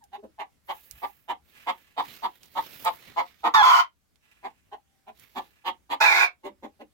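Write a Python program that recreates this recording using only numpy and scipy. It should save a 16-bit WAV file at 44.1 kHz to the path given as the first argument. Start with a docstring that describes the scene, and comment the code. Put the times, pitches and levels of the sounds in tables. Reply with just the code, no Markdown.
"""Over faint, still air come a soft coo and a tick, and at once a hen starts clucking in a small stone
coop, about three times a second. Twice she breaks into a loud, hoarse squawk, the first with a whistle.
Her voice is a train of uneven pulses ringing in her throat; the harder she clucks, the higher it rings.
The close walls answer every call. Other hens coo, straw rustles, and later come two faint, breathy swells
of hiss. A hand rubs, ticks and bumps on a camera's case. The camera turns itself down after loud calls."""
import sys
import numpy as np
from scipy import signal
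from scipy.fft import rfft, irfft, next_fast_len
from scipy.io import wavfile
from scipy.ndimage import uniform_filter1d, map_coordinates

SR = 44100
rng = np.random.default_rng(int(sys.argv[2]) if len(sys.argv) > 2 else 0)


def master(y):
    """Save y as 16-bit WAV."""
    cut = np.clip(np.atleast_2d(y).T, -1, 1)
    pcm = np.round(cut * 32767)  # scale
    wavfile.write(sys.argv[1], SR, pcm.astype(np.int16))


N = 305613


def amp(db):
    """Turn decibels (dB) into a number to multiply by."""
    return 10 ** (np.asarray(db) / 20)


def unit(x):
    """Scale x to an average strength (rms) of 1."""
    return x / np.sqrt(np.mean(x ** 2) + 1e-20)


def along(points, hz):
    """Read between rows of (Hz, value), spacing the octaves evenly."""
    freqs, values = np.transpose(points)
    return np.interp(np.log(hz + 1), np.log(freqs + 1), values)


def add(track, start_s, x):
    """Mix x into the track from start_s on."""
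    start = max(round(start_s * SR), 0)
    x = x[..., :max(N - start, 0)]
    track[..., start:start + x.shape[-1]] += x


def panned(x, db):
    """Make the left louder than the right by db; a negative pan leans right."""
    return x * amp([[db / 2], [-db / 2]])


def wobble(n, rate):
    """A smooth curve through rate random values a second."""
    return map_coordinates(rng.standard_normal(2048), [np.arange(n) * rate / SR], mode="wrap")


def held(t, length, rise_s, fade_db_per_s):
    """A volume that rises, holds until length and then fades."""
    return np.clip(t / rise_s, 0, 1) * amp(-fade_db_per_s * np.maximum(t - length, 0))


def strokes(rows, rise_s, fade_db_per_s):
    """The combined volume of overlapping movements."""
    t = np.arange(N) / SR
    return np.sqrt(sum((amp(db) * held(t - start, length, rise_s, fade_db_per_s)) ** 2
                       for start, length, db in rows))


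def filtered(x, response):
    """Scale each frequency in x by response(frequency)."""
    n = x.shape[-1]
    size = next_fast_len(n + 4096)
    return irfft(rfft(x, size) * response(np.fft.rfftfreq(size, 1 / SR)), size)[..., :n]


def resonance(f, hz, width):
    """How something that rings at hz responds to frequency f."""
    return 1j * f * width / (hz * hz - f * f + 1j * f * width)


def ring(x, points, size=2048):
    """Let x ring with the tone colour given by rows of (Hz, dB)."""
    cepstrum = irfft(np.log(amp(along(points, np.fft.rfftfreq(size, 1 / SR)))))
    # this fold puts the ringing after each pulse, never before
    cepstrum[1:size // 2] *= 2
    cepstrum[size // 2 + 1:] = 0
    return signal.fftconvolve(x, irfft(np.exp(rfft(cepstrum))))[:len(x)]


def rush(points, side_db, patchy_db):
    """Stereo noise coloured by rows of (Hz, dB), in shifting patches; side_db sets its width."""
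    spectrum = signal.stft(rng.standard_normal((2, N)), nperseg=512)[2]
    patches = uniform_filter1d(rng.standard_normal(spectrum.shape[1:]), size=9, axis=0)
    patches = uniform_filter1d(patches, size=12, axis=1)
    noise = signal.istft(spectrum * amp(patchy_db * unit(patches)), nperseg=512)[1][:, :N]
    mid, side = filtered(noise, lambda f: amp(along(points, f)))
    return unit(np.array([mid + amp(side_db) * side, mid - amp(side_db) * side]))


# Echoes off the floor and walls. Each row: left delay in ms, right delay in ms, level in dB.
WALL_ECHOES = [(1.3, 1.519, -11), (2.9, 3.2, -11), (4.7, 4.85, -4), (6.1, 10, -13.5), (8.2, 8.3, -4.5),
               (10.6, 12, -9), (13.3, 16, -18), (17.4, 13, -9.5)]
# The coop's fading tail. Each row: frequency in Hz, seconds to fade by 60 dB.
TAIL_FADE = [(150, 0.2), (1000, 0.12), (3000, 0.13), (8000, 0.09), (15000, 0.07)]
# The tail's width. 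Each row: frequency in Hz, how much left and right differ (0 is not at all).
TAIL_WIDTH = [(200, .3), (1000, 1.1)]
def coop(x, walls_db, tail_db, left_lead_s=.00025, wander=0.):
    """A sound arrives on the left first, slaps off the near walls and leaves a short tail."""
    hz, t, noise = signal.stft(rng.standard_normal((2, SR // 3)), SR, nperseg=256)
    mid, side = noise[0], noise[1] * along(TAIL_WIDTH, hz)[:, None]
    fade = amp(-60 * t / along(TAIL_FADE, hz)[:, None])
    tail = signal.istft(np.array([mid + side, mid - side]) * fade, SR, nperseg=256)[1]
    answer = amp(tail_db) * tail / np.linalg.norm(tail[0])
    *delays_ms, slap_db = np.transpose(WALL_ECHOES)
    stretch = 1 + wander * rng.uniform(-1, 1, len(WALL_ECHOES))  # a moving head changes every path
    delays = (np.array(delays_ms) * stretch * SR / 1000).astype(int)
    for channel in range(2):
        answer[channel, delays[channel]] += amp(walls_db + slap_db)
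        answer[channel, round(channel * left_lead_s * SR)] += 1
    echoed = signal.fftconvolve(x[None], answer, axes=1)
    return echoed * np.linalg.norm(x) / np.linalg.norm(echoed, axis=1, keepdims=True)  # same energy


# The colour of the background. Each row: frequency in Hz, level in dB.
AIR_COLOUR = [(25, -8), (45, 1), (65, 8.5), (110, -1), (250, -4), (500, -13), (1200, -15), (2500, -18),
              (7000, -20.5), (9000, -22.5), (14000, -23), (16000, -25.5)]
def still_air(level_db=-69.5):
    """The air of the coop: a faint, low rush that wavers slightly."""
    return amp(level_db + .5 * wobble(N, 11)) * rush(AIR_COLOUR, side_db=-1, patchy_db=1.5)


# Soft notes. Each row: middle in seconds, length in seconds, level in dB, first and last pitch in Hz.
COO_NOTES = [(0.023, 0.068, -59.5, 965, 714), (0.193, 0.053, -51.5, 386, 416), (4.978, 0.47, -84, 788, 780)]
def coos(quaver=.025):
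    """Other hens sing quiet, sliding notes with one weak overtone."""
    out = np.zeros((2, N))
    for middle, length, db, first_hz, last_hz in COO_NOTES:
        n = int(length * SR)
        pitch = np.linspace(first_hz, last_hz, n) * (1 + quaver * wobble(n, 318))
        phase = 2 * np.pi * np.cumsum(pitch) / SR
        note = unit(np.hanning(n) * (np.sin(phase) + amp(-14.5) * np.sin(2 * phase)))
        add(out, middle - length / 2, coop(amp(db) * note, walls_db=-23, tail_db=-8))
    return out


# Small ticks. Each row: start in seconds, peak level in dB, ring in Hz, pan in dB.
CASE_TICKS = [(0.04, -41.5, 8000, -4.5), (0.9111, -26, 8600, -14), (2.4326, -31, 4960, 0),
              (2.4574, -42.5, 5020, -5), (2.8489, -17, 11980, -8.5), (4.1579, -47.5, 3200, -8),
              (5.1971, -41.5, 8950, -20.5)]
def ticks():
    """The case ticks: a sharp snap of noise with a short, weaker tail."""
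    out, t = np.zeros((2, N)), np.arange(SR // 8) / SR
    fade = amp(-60 * t / .0017) + amp(-12.5 - 60 * t / .05)
    for start, db, hz, pan in CASE_TICKS:
        snap = rng.standard_normal((2, len(t))) * fade
        tick = filtered(snap, lambda f: resonance(f, hz, width=1.2 * hz))
        add(out, start, panned(amp(db) * tick / np.abs(tick).max(), pan))
    return out


def voice_box(pitch, jitter, scatter_db, rasp):
    """One pulse per cycle, uneven in time (jitter) and size (scatter), each with a puff of air (rasp)."""
    n = len(pitch)
    cycles = np.cumsum(pitch) / SR + .5
    late, size = rng.standard_normal((2, 256))
    at = np.searchsorted(cycles, np.arange(1, int(cycles[-1]) + 1)).clip(0, n - 1)
    at = (at + late[:len(at)] * (jitter * SR / pitch)[at]).astype(int).clip(0, n - 1)
    pulses = np.bincount(at, amp(scatter_db * size[:len(at)]), n)
    puff_volume = signal.lfilter([1], [1, -np.exp(-1 / (.0014 * SR))], pulses)
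    puffs = puff_volume * rng.standard_normal(SR)[:n]
    share = np.clip(rasp, 0, 1)
    return np.sqrt(1 - share) * unit(pulses) + np.sqrt(share) * unit(puffs)


# The clucks. Each row: start in seconds, level in dB, length in seconds, then the chest and the
# bright edge in dB compared with the main ring.
HEN_CLUCKS = [(0.11, -42, .06, -16, -14), (0.218, -49, .04, 14.5, -14.5),
              (0.373, -37.5, .063, -16.5, -10.5), (0.67, -34.5, .058, -18, -10),
              (1.01, -33.5, 0.053, -17, -16.5), (1.271, -32, .055, -12, -12.5),
              (1.656, -28.5, .06, -16, -11), (1.957, -28.5, .06, -16, -15),
              (2.213, -29.5, 0.058, -12.5, -15), (2.543, -28.5, .058, -17, -15.5),
              (2.836, -24.5, .061, -21.5, -13), (3.153, -25.5, .065, -17, -15.5),
              (3.424, -22.5, .066, -17.5, -15.5), (4.421, -38, .058, -12, -14.5),
              (4.706, -43.5, .047, -16, -16), (5.056, -48.5, .052, -9, -14), (5.343, -35, .06, -9.5, -13.5),
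              (5.632, -30.5, .075, -9.5, -6.5), (5.886, -30, 0.063, -14, -9),
              (6.421, -37.5, .072, 5.5, -10.5), (6.617, -43, 0.046, 1.5, -13),
              (6.785, -49, .045, 3.5, -11.5)]
# The throat's main ring. Each row: multiple of the throat frequency, level in dB.
MAIN_RING = [(.15, -52), (.45, -17.5), (.68, -15.5), (.87, -6.5), (1, 0.5), (1.15, -7), (1.36, -10),
             (1.6, -31), (1.95, -25.5), (4, -47), (16, -75)]
# The chest's low ring. Each row: frequency in Hz, level in dB.
CHEST_RING = [(100, -38), (170, -29.5), (230, -1), (310, 6), (420, -5), (560, 2), (800, -13), (2000, -50.5)]
# The bright edge of an easy cluck. Each row: frequency in Hz, level in dB.
EDGE_RING = [(150, -50), (1200, -24.5), (1650, -11), (2150, 4.5), (2600, -1.5), (3100, 1.5), (3400, 1.5),
             (3850, -3.5), (4700, -10.5), (5600, -24.5), (7100, -17.5), (8800, -31), (12500, -23.5),
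             (16000, -24.5)]
def clucks(easy_db=-30, easy_pitch_hz=188.5, easy_throat_hz=893, fizz_hz=4500):
    """Each cluck swells until the throat shuts it off. More effort: slower pulses, a higher ring."""
    out, t = np.zeros((2, N)), np.arange(SR // 10) / SR
    for start, db, length, chest_db, edge_db in HEN_CLUCKS:
        effort_db = db - easy_db
        pitch = easy_pitch_hz - 1.49 * effort_db
        throat_hz = easy_throat_hz + 8 * effort_db
        progress = np.clip(t / length, 0, 1)
        push = progress ** 2.3 * (1 - progress) ** 1.55
        push /= push.max()
        pulses = push * voice_box(pitch * (.85 + .15 * push), jitter=.035, scatter_db=1.5, rasp=.08)
        body = ring(pulses, [(throat_hz * multiple, level) for multiple, level in MAIN_RING])
        chest = ring(pulses, CHEST_RING)
        shift, *tints = rng.standard_normal(len(EDGE_RING) + 1)  # each cluck has its own vowel
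        stretch = np.sqrt(throat_hz / easy_throat_hz) * (1 + .03 * shift)
        vowel = [(hz * stretch, level + 3 * tint - .07 * effort_db * (hz > fizz_hz))
                 for (hz, level), tint in zip(EDGE_RING, tints)]
        # the edge needs pressure, and dies as the beak closes
        edge = ring(pulses * push ** .4 * amp(-7 * progress), vowel)
        voice = unit(unit(body) + amp(chest_db) * unit(chest) + amp(edge_db) * unit(edge))
        echoed = coop(amp(db) * voice, walls_db=5, tail_db=3, left_lead_s=.00019, wander=.08)
        add(out, start, panned(echoed, db=-1.5))
    return out


# Hand strokes. Each row: start in seconds, length in seconds, level in dB, extra dB for the hiss.
HAND_RUBS = [(0.634, .46, -67, 9.5), (1.409, 0.4, -64.5, -2), (1.98, .19, -50, -4.5),
             (2.298, 0.36, -65, 1.5), (2.51, 0.43, -52.5, -1.5), (2.663, 0.19, -61, 7.5),
             (2.956, 0.24, -55.5, -9), (3.2, 0.28, -64, -6), (5.118, 0.3, -64.5, -1.5)]
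# The rumble of the case and the hiss of skin. Each row: frequency in Hz, level in dB.
CASE_COLOUR = [(60, -19), (120, -7.5), (250, -9.5), (480, -11.5), (900, -16.5), (1900, -13), (3800, -13),
               (6000, -21), (9000, -29.5), (16000, -40)]
SKIN_COLOUR = [(2000, -32.5), (6000, -11.5), (9000, -14), (12500, 0.5), (16000, 0)]
def rubbing(rise_s=.08, fade_db_per_s=109):
    """Skin slides unevenly on the case, hissing beside the right microphone; the rumble reaches both."""
    grip = amp(1.5 * wobble(N, 25) + 1.8 * wobble(N, 200))
    rumble_rows = [(start, length, db) for start, length, db, _ in HAND_RUBS]
    hiss_rows = [(start, length, db + extra) for start, length, db, extra in HAND_RUBS]
    rumble = strokes(rumble_rows, rise_s, fade_db_per_s) * rush(CASE_COLOUR, side_db=-1.5, patchy_db=2)
    hiss = strokes(hiss_rows, rise_s, fade_db_per_s) * rush(SKIN_COLOUR, side_db=-5.5, patchy_db=1.5)
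    return grip * (panned(rumble, db=-3.5) + panned(hiss, db=-8))


# Four rustles of straw, then two faint, breathy swells of hiss.
# Each row: start in seconds, length in seconds, level in dB.
RUSTLE_SWELLS = [(0.66, .1, -61.5), (0.85, .17, -59), (1.5, .15, -55.5), (1.72, .2, -65.5),
                 (4.2, .27, -64.5), (5.28, .3, -69)]
# Their colour. Each row: frequency in Hz, level in dB.
RUSTLE_COLOUR = [(200, -18.5), (900, -2), (1700, 5.5), (2700, 6), (4500, -6.5), (7000, -9), (15000, -11.5)]
def rustles(snaps_per_s=260, spread_db=5, swish=.48):
    """Many tiny snaps of uneven size over a soft swish, swelling and fading."""
    sizes = amp(spread_db * np.minimum(rng.exponential(size=N), 3))
    snaps = unit(sizes * (rng.random(N) < snaps_per_s / SR))
    rustle = unit(ring(snaps + swish * rng.standard_normal(N), RUSTLE_COLOUR))
    volume = strokes(RUSTLE_SWELLS, rise_s=.08, fade_db_per_s=91.5)
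    return coop(volume * rustle, walls_db=1.5, tail_db=0)[:, :N]


# Dull bumps. Each row: middle in seconds, level in dB.
HAND_BUMPS = [(0.952, -60), (3.619, -49.5)]
def bumps():
    """The hand bumps the case: a short swell of very low noise."""
    out, t = np.zeros((2, N)), np.arange(SR // 8) / SR
    for middle, db in HAND_BUMPS:
        thud = filtered(rng.standard_normal(len(t)), lambda f: resonance(f, hz=60, width=52) ** 2)
        add(out, middle - t.mean(), amp(db) * unit(thud * np.hanning(len(t))))
    return out


def beak_ring(x, hz, width_hz=210):
    """The beak rings in one narrow band that slides along the curve hz."""
    turn = np.exp(2j * np.pi * np.cumsum(hz) / SR)
    lowpass = signal.butter(2, width_hz / 2, fs=SR, output="sos")
    return unit((signal.sosfilt(lowpass, x / turn) * turn).real)  # shift down, filter, shift back


# A cry, then a screech. Each row: start in seconds, length in seconds, level in dB, pitch in Hz,
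# roughness from 0 to 1, beak compared with throat in dB, pan in dB.
HEN_SQUAWKS = [(3.536, 0.26, -7, 326.8, 0.36, -15.5, -1.5), (6.0, 0.24, -13, 337.2, .35, -4.5, 0.2)]
# The throat's colour in each call. Each row: frequency in Hz, level in dB.
CRY_COLOUR = [(120, -46.5), (380, -35), (720, -16), (850, -11.5), (930, -1.5), (1000, 6.5), (1090, 0),
              (1200, -5.5), (1420, -9.5), (1700, -22), (2100, -15), (2650, -23.5), (3300, -30), (4500, -25),
              (7200, -36), (8500, -45), (15000, -37.5)]
SCREECH_COLOUR = [(120, -53), (400, -22), (720, -8.5), (1020, 0), (1200, -7.5), (1430, -2.5), (1850, -8.5),
                  (2330, -4), (2620, -12.5), (2950, -27.5), (3550, -13), (4400, -16.5), (6800, -27.5),
                  (8800, -34), (15000, -32)]
# The beak's sliding ring in each call. Each row: time in seconds, frequency in Hz.
CRY_SLIDE = [(3.57, 3600), (3.63, 3370), (3.71, 3210), (3.75, 2960), (3.81, 3050)]
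SCREECH_SLIDE = [(6.029, 2460), (6.137, 2080), (6.22, 2370), (6.269, 2200)]
def squawks(climb_hz_per_s=130, slump_hz_per_s=1200, burst_s=.05):
    """Long, forced calls of scattered, hissing pulses. The pitch climbs under pressure, then slumps."""
    out = np.zeros((2, N))
    shapes = [(CRY_COLOUR, CRY_SLIDE), (SCREECH_COLOUR, SCREECH_SLIDE)]
    for (start, length, db, hz, roughness, beak_db, pan), (colour, slide) in zip(HEN_SQUAWKS, shapes):
        t = np.arange(int((length + .05) * SR)) / SR
        burst = np.exp(-t / burst_s)  # starts louder and rougher, then settles
        rough = roughness + .5 * burst
        pitch = hz + climb_hz_per_s * t - slump_hz_per_s * np.maximum(t - length, 0)
        pitch *= 1 + .011 * wobble(len(t), 70)
        pulses = voice_box(pitch, jitter=.1 * rough, scatter_db=2, rasp=.88 * rough)
        beak = beak_ring(pulses, np.interp(start + t, *np.transpose(slide)))
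        voice = unit(unit(ring(pulses, colour)) + amp(beak_db) * beak)
        volume = held(t, length, rise_s=.014, fade_db_per_s=700)
        volume *= amp(db + 3 * burst - 13.5 * whistle_lock(start + t))  # gives way to the whistle
        echoed = coop(volume * voice, walls_db=-1, tail_db=4.5, left_lead_s=.00017)
        add(out, start, panned(echoed, pan))
    return out


WHISTLE_START_S, WHISTLE_LENGTH_S, UNLOCK_DB_PER_S = 3.54, .079, 1804
def whistle_lock(time_s):
    """How firmly the voice box is locked into the whistle, from 0 to 1."""
    return held(time_s - WHISTLE_START_S, WHISTLE_LENGTH_S, WHISTLE_LENGTH_S, UNLOCK_DB_PER_S)


# The tones in the whistle. Each row: multiple of the pitch, level in dB.
WHISTLE_TONES = [(1, -10.5), (2, -16), (3, -35), (4, -25), (5, -36.5), (7, -37)]
def whistle(start_hz=917, sag_hz_per_s=1200, level_db=-6.5, grow_db=10):
    """Early in the cry, the voice box locks for a moment into one clean, falling tone."""
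    out, t = np.zeros((2, N)), np.arange(SR // 8) / SR
    pitch = (start_hz - sag_hz_per_s * t) * (1 + .0053 * wobble(len(t), 200))
    phase = 2 * np.pi * np.cumsum(pitch) / SR
    tone = unit(sum(amp(db) * np.sin(round(multiple) * phase) for multiple, db in WHISTLE_TONES))
    volume = held(t, WHISTLE_LENGTH_S, rise_s=.014, fade_db_per_s=UNLOCK_DB_PER_S)
    volume *= amp(level_db + grow_db * (whistle_lock(WHISTLE_START_S + t) - 1))
    add(out, WHISTLE_START_S, panned(coop(volume * tone, walls_db=-18.5, tail_db=-22.5), db=-2.5))
    return out


def auto_volume(x, threshold_db=-23.5, take_back=.4, sense_s=.033, recover_db_per_s=13):
    """The camera takes back a share of every dB above the threshold, then slowly recovers."""
    keep = np.exp(-1 / (sense_s * SR))
    power = signal.lfilter([1 - keep], [1, -keep], np.mean(x ** 2, axis=0))
    wanted_cut_db = take_back * np.maximum(10 * np.log10(power + 1e-20) - threshold_db, 0)
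    recovery_db = recover_db_per_s * np.arange(N) / SR
    cut_db = np.maximum.accumulate(wanted_cut_db + recovery_db) - recovery_db
    return x * amp(-cut_db)


def scene():
    """Hens, rustles, the hand on the case and the still air, added together."""
    hens = clucks() + squawks() + whistle() + coos()
    return hens + rustles() + rubbing() + ticks() + bumps() + still_air()


# The colour of the two microphone openings. Each row: frequency in Hz, left minus right in dB.
MIC_BALANCE = [(600, 2), (1100, 0.5), (2200, -8.5), (4500, -0.5), (13000, -2.5)]
def record(dry, top_hz=16100):
    """The camera colours left and right differently, turns loud calls down and cuts the top treble."""
    heard = filtered(dry, lambda f: amp(np.outer([.5, -.5], along(MIC_BALANCE, f))))
    return filtered(auto_volume(heard), lambda f: f < top_hz)


dry = scene()
out = record(dry)
master(out)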